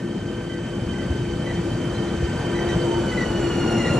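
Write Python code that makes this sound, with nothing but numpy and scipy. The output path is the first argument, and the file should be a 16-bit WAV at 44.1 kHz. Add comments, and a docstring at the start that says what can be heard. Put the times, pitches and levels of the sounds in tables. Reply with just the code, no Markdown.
"""A steady roar, a rail hum and a high motor whine come first; the roar grows as an electric train
rolls into an open-air platform, and the whine sags in pitch as the front passes. Gear squeaks,
thumps and a bird's chirps come and go. The roar is filtered noise, the whine, hum and squeaks are
sines that wander, the thumps are short low pulses and the bird is a set of gliding sines.
Left and right differ in timing, level and likeness from pitch to pitch."""
import sys
import numpy as np
from scipy import signal
from scipy.fft import rfft, irfft, next_fast_len
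from scipy.io import wavfile

SR = 44100
rng = np.random.default_rng(int(sys.argv[2]) if len(sys.argv) > 2 else 0)


def wav_out(sig):
    """Save sig, one row per channel (or a flat mono array), as 16-bit PCM at SR to the path in sys.argv[1]."""
    wavfile.write(sys.argv[1], SR, np.round(np.clip(np.atleast_2d(sig).T, -1, 1) * 32767).astype(np.int16))


N = 175959
T = np.arange(N) / SR  # time of every sample, in seconds

# Loudness of the roar in four pitch zones; only the swings around each column's mean are used:
# (time [s], middle [dB], bass [dB], low [dB], treble [dB])
ROLL_LEVELS = [(0.0, -38.5, -43, -30, -50), (0.04, -39.5, -46.5, -32, -51), (0.31, -38, -41.5, -32, -50),
               (0.61, -38, -42, -33, -50), (1.1, -37, -36.5, -31, -47.5), (2.9, -30, -35.5, -30, -44),
               (3.26, -29.5, -34, -28, -43), (3.37, -30, -34, -29, -43.5), (3.83, -25.5, -38.5, -28, -44),
               (3.97, -27, -32.5, -22, -43.5), (3.99, -25.5, -40, -27, -44)]
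# Centres of those zones, in the same order as the columns: (centre [Hz])
ROLL_ZONES = [654, 65, 200, 4000]
# Tone colour of the roar, before a small overall trim: (pitch [Hz], level [dB per Hz])
ROLL_COLOURS = [(25, -80), (45, -49.5), (80, -52), (130, -48), (220, -49), (400, -56.5), (700, -62.5),
                (1200, -71), (2300, -73.5), (3600, -83.5), (5200, -79.5), (7000, -90), (9000, -84),
                (11000, -85), (12500, -103.0), (13500, -119.6)]
# How strongly the roar flickers: (pitch [Hz], flicker [dB])
ROLL_FLICKER = [(60, 0.6), (800, 1.68), (1500, 1.0), (4000, 0.9)]
# Motor whine: (time [s], pitch [Hz], level [dB], extra level of the fundamental [dB])
MOTOR_WHINE = [(0, 1544, -53, 6), (.5, 1545, -51, 5), (1.3, 1542, -48.5, 0.5), (2.0, 1544, -49, 0),
               (2.5, 1544, -47, 7.5), (2.85, 1542, -45, 2), (3.1, 1509, -45.5, 6.5),
               (3.45, 1463, -43.5, -2), (3.75, 1419, -39.5, 0.5), (3.99, 1393, -40, -2)]
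# Whine harmonics: (multiple of the pitch, level against the whine [dB], swell [dB per s])
WHINE_HARMONICS = [(1, 0, 0.1), (2, 5, 0.1), (3, -10, 1.4), (4, -12, 1.2), (5, -10, 1.2), (6, -17, 1.4),
                   (7, -22, 2), (8, -46, 7)]
# Blur of each whine harmonic: (blur [Hz])
WHINE_BLURS = [22, 41, 40, 46, 50, 60, 65, 70]
# Steadiness of each whine harmonic: (steady share [0-1])
WHINE_STEADY = [.5, .32, .25, .25, .25, .25, .25, .25]
# Main rail hum: (time [s], pitch [Hz], level [dB])
RAIL_HUM = [(0.0, 341, -43), (0.05, 344.3, -34), (0.64, 344.5, -35.5), (2.32, 342.6, -30.5),
            (2.38, 345.4, -45), (2.52, 344.5, -28), (3.02, 344.8, -26), (3.05, 344.0, -31),
            (3.22, 343.6, -28), (3.27, 347.4, -44.5), (3.33, 342.9, -24.5), (3.85, 342, -26.5),
            (3.99, 339.2, -29.5)]
# Fainter tones of steady pitch: (pitch [Hz], level at the start [dB], blur [Hz], swell [dB per s])
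FAINT_TONES = [(122, -43, 6, 1.8), (492, -45, 9, 1.6), (979, -60, 12, 3), (1405, -62, 40, 5)]
# Thin high tone: (time [s], level [dB])
THIN_TONE = [(0, -49.5), (.2, -55.5), (1.3, -57), (1.45, -47), (1.7, -54.5), (2.5, -42), (2.85, -53.5),
             (3.4, -50.5), (3.99, -51)]
# Brief rings of wheel or rail: (start [s], length [s], pitch [Hz], level [dB])
WHEEL_RINGS = [(0.03, .18, 785, -48), (2.3, .3, 975, -45), (2.84, .05, 925, -38), (2.89, .1, 917, -30),
               (3.02, .06, 912, -39), (3.28, .12, 870, -41), (3.62, .35, 230, -31), (3.85, .14, 490, -33)]
# Gear squeaks: (start [s], length [s], start pitch [Hz], level [dB],
# second harmonic below the first [dB], share of length spent rising [0-1])
GEAR_SQUEAKS = [(0.496, .045, 2015, -44, 26, 0.28), (0.532, 0.0503, 1980, -45.5, 25.5, .3),
                (0.924, .045, 2014, -47, 23, .6), (0.982, .035, 2000, -43.5, 26, 0.45),
                (1.009, 0.0488, 1969, -43, 26, 0.28), (1.44, 0.0867, 2012, -38, 14, 0.84),
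                (1.53, .07, 1978, -47, 21, 0.45), (2.543, .11, 1985, -35, 15, .25),
                (2.688, 0.067, 1945, -35.5, 9, 0.085), (3.112, .05, 2000, -37, 15, .25),
                (3.167, 0.034, 2009, -28.5, 16, .65), (3.203, 0.047, 1972, -27.5, 16, .35),
                (3.245, .06, 1956, -43, 22, .3), (3.774, 0.031, 2060, -32.5, 15.5, .6),
                (3.8, 0.049, 2020, -34.5, 18, 0.26), (3.847, .05, 1950, -25.5, 15, 0.49),
                (3.9, 0.042, 1990, -39.5, 12.5, .25)]
# Wheel thumps: (time [s], peak level [dB], pitch [Hz])
WHEEL_THUMPS = [(0.829, -19, 111.4), (1.111, -16, 78), (1.59, -16, 170), (2.237, -14, 78),
                (2.761, -17.5, 60.2), (2.765, -17.5, 180)]
# Bird chirps, before a shared lift: (start [s], length [s], start pitch [Hz], level [dB])
BIRD_CHIRPS = [(1.53, .04, 4170, -55), (1.72, 0.038, 4000, -54), (1.937, .05, 4000, -48.5),
               (2.068, 0.036, 3960, -50.5)]
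# Stereo image by pitch; left and right are exact opposites around 9.3-11 kHz:
# (pitch [Hz], left lead [radians], left minus right [dB], likeness [0-1])
STEREO_IMAGE = [(80, 0, 0, .997), (130, 0, .5, .996), (250, -.15, 2.2, .99), (430, -.45, 4.7, .94),
                (800, -.9, 0, .85), (1000, -.6, -3, .72), (1400, 0, -.7, .97), (2000, .1, 0, .98),
                (3000, .5, -3, .75), (3500, .8, 0, .68), (4550, .6, 1, .6), (4880, 3.14, 0, .8),
                (5250, 6.5, 0, .55), (6000, 6.9, 0, .75), (8500, 8.5, 0, .75), (9300, 9.42, 0, 1),
                (11000, 9.42, 0, 1), (11600, 9.8, 0, .85), (12500, 10, 0, .5)]

ROLL_TRIM_DB, TOP_GAIN_DB_PER_S = -1.5, 7  # the top brightens as the train nears
HUM_BLUR_HZ, HUM_STEADY = 12, .77
TONE_STEADY_HZ = 4  # divided by the blur, so narrower tones are steadier
THIN_HZ, THIN_BLUR_HZ, THIN_STEADY = 1807, 7, .72
RING_BLUR_HZ, RING_STEADY = 14, .75
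SQUEAK_SAG_HZ_PER_S, SQUEAK_THIRD_DB = 700, -5  # third harmonic against the second
SQUEAK_BLUR_HZ, SQUEAK_STEADY = 58, .68  # for the first harmonic
THUMP_HALF_S = .013
CHIRP_RISE_HZ_PER_S, CHIRP_LIFT_DB = 3000, 5.0
SCATTER_S = .06
LOW_CUT_HZ, AIR_LOSS_HZ, CUTOFF_HZ = 46, 11500, 13884


def amp(db):
    """Turn decibels into a plain multiplier."""
    return 10 ** (np.asarray(db) / 20)


def rms_one(x):
    """Scale a signal to an rms (average strength) of 1."""
    return x / np.sqrt(np.mean(np.abs(x) ** 2) + 1e-20)


def columns(rows, at, warp=lambda v: v):
    """Read every column after the first at the given places, with straight lines between rows."""
    key, *cols = np.transpose(rows)
    return [np.interp(warp(at), warp(key), c) for c in cols]


def drift(rate_hz):
    """Slow random wandering with rms 1: white noise smoothed by a two-step low-pass."""
    r = np.exp(-2 * np.pi * rate_hz / SR)
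    noise = rng.standard_normal(N + SR // 2)
    slow = signal.lfilter([1], [1, -2 * r, r * r], noise)
    return rms_one(slow[SR // 2:])  # drop the filter's first half second


def tone(hz, blur_hz, steady=0.):
    """A sine whose strength and phase wander, as narrow noise does; rms 1."""
    wander = steady + (1 - steady) * (drift(blur_hz) + 1j * drift(blur_hz))
    phase = 2 * np.pi * np.cumsum(hz + 0 * T) / SR
    return rms_one(np.real(wander * np.exp(1j * phase)))


def swell(start, length, rise=0.54):
    """A quarter-sine rise and fall; rise is the share of the length spent rising."""
    along = (T - start) / length
    ramp = np.minimum(along / rise, (1 - along) / (1 - rise))
    return np.sin(np.pi / 2 * np.clip(ramp, 0, 1))


def rolling():
    """Wheel-on-rail roar: half-octave noise bands that swell with their zone and flicker."""
    swings_db = np.array([c - c.mean() for c in columns(ROLL_LEVELS, T)])
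    zones = np.sort(ROLL_ZONES)
    white = rng.standard_normal((2, N))
    edges = 20 * 2 ** np.arange(0, 9.6, .5)
    together = drift(5.1)  # flicker shared by all bands
    out = 0
    for k, (low, high) in enumerate(zip(edges, edges[1:])):
        hz = np.sqrt(low * high)
        band_filter = signal.butter(2, [low, high], "band", fs=SR, output="sos")
        band = signal.sosfilt(band_filter, white[k % 2])  # neighbours use different noise
        colour_db, = columns(ROLL_COLOURS, hz, np.log)
        # how much this band follows each zone
        shares = [np.interp(np.log(hz), np.log(zones), zones == zone) for zone in ROLL_ZONES]
        depth_db, = columns(ROLL_FLICKER, hz, np.log)
        flicker_db = depth_db * (0.26 * together + drift(13.7))
        top_db = (hz > 10000) * TOP_GAIN_DB_PER_S * (T - 3.5)
        out = out + band * amp(colour_db + top_db + shares @ swings_db + flicker_db)
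    return out * np.sqrt(SR / 2) * amp(ROLL_TRIM_DB)  # the root turns levels per Hz into noise strength


def whine():
    """Traction motor whine: blurred harmonics that follow one changing pitch."""
    hz, motor_db, first_db = columns(MOTOR_WHINE, T)
    out = 0
    for (k, level_db, swell_db), blur_hz, steady in zip(WHINE_HARMONICS, WHINE_BLURS, WHINE_STEADY):
        db = motor_db + level_db + swell_db * T + (k == 1) * first_db
        out = out + amp(db) * tone(k * hz, blur_hz, steady)
    return out


def rail_tones():
    """Humming rails: a main hum, fainter narrow tones and brief rings of wheel or rail."""
    hum_hz, hum_db = columns(RAIL_HUM, T)
    out = amp(hum_db) * tone(hum_hz, HUM_BLUR_HZ, HUM_STEADY)
    for hz, db, blur_hz, swell_db in FAINT_TONES:
        out += amp(db + swell_db * T) * tone(hz, blur_hz, TONE_STEADY_HZ / blur_hz)
    thin_db, = columns(THIN_TONE, T)
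    out += amp(thin_db) * tone(THIN_HZ, THIN_BLUR_HZ, THIN_STEADY)
    for start, length, hz, db in WHEEL_RINGS:
        out += amp(db) * swell(start, length) ** .5 * tone(hz, RING_BLUR_HZ, RING_STEADY)
    return out


def squeaks():
    """Running gear squeaks: rough stick-slip chirps that sag in pitch, with two overtones."""
    start, length, start_hz, db, below_db, rise = (c[:, None] for c in np.transpose(GEAR_SQUEAKS))
    shapes = amp(db) * swell(start, length, np.clip(rise, .05, .95)) ** 0.75
    pitches = start_hz - SQUEAK_SAG_HZ_PER_S * np.clip(T - start, 0, length)
    # the loudest squeak at each moment sets the pitch
    loudest = shapes.argmax(axis=0)[None]
    hz = np.take_along_axis(pitches, loudest, axis=0)[0]
    # higher harmonics are blurrier and less steady
    first, second, third = (tone(k * hz, k ** .5 * SQUEAK_BLUR_HZ, SQUEAK_STEADY / k ** .5)
                            for k in range(1, 4))
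    overtones = second + amp(SQUEAK_THIRD_DB) * third
    return shapes.sum(axis=0) * first + (shapes * amp(-below_db)).sum(axis=0) * overtones


def thumps():
    """Wheels crossing uneven rail: soft low pushes, each a cosine under a bell-shaped bump."""
    out = 0
    for time, db, hz in WHEEL_THUMPS:
        bump = np.exp(-((T - time) / THUMP_HALF_S) ** 2)
        out = out - amp(db) * bump * np.cos(2 * np.pi * hz * (T - time))
    return out


def bird():
    """Bird chirps: short sine whistles that glide upwards."""
    out = 0
    for start, length, hz, db in BIRD_CHIRPS:
        since = T - start
        cycles = (hz + CHIRP_RISE_HZ_PER_S * since / 2) * since  # half, because pitch adds up over time
        out = out + amp(db + CHIRP_LIFT_DB) * swell(start, length) * np.sin(2 * np.pi * cycles)
    return out


def stereo(x):
    """Each side is the direct sound plus or minus its scatter, with a lead and level set by pitch."""
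    size = next_fast_len(N + SR // 4)
    hz = np.arange(size // 2 + 1) * SR / size + 1  # the extra 1 avoids log of zero
    lead, balance_db, alike = columns(STEREO_IMAGE, hz, np.log)
    alike = np.clip(alike, 0, 1)
    tail = np.arange(SR // 4) / SR
    scatter = rfft(rng.standard_normal(len(tail)) * np.exp(-tail / SCATTER_S), size)
    scatter = scatter / np.abs(scatter)  # keep its phase only
    sides = np.array([[1], [-1]])  # left, right
    mix = np.sqrt((1 + alike) / 2) + sides * np.sqrt((1 - alike) / 2) * scatter
    both = mix * amp(sides * balance_db / 2) * np.exp(sides * .5j * lead)
    return irfft(rfft(x, size) * both, size)[:, :N]


def scene():
    """All sources add up and are spread into left and right."""
    return stereo(rolling() + whine() + rail_tones() + squeaks() + thumps() + bird())


def record(dry):
    """Deep bass is cut, the top rolls off gently and then ends steeply."""
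    dry = signal.sosfilt(signal.butter(2, LOW_CUT_HZ, "high", fs=SR, output="sos"), dry)
    dry = signal.sosfilt(signal.butter(3, AIR_LOSS_HZ, fs=SR, output="sos"), dry)
    return signal.sosfilt(signal.cheby2(20, 60, CUTOFF_HZ, fs=SR, output="sos"), dry)


dry = scene()
out = record(dry)
wav_out(out)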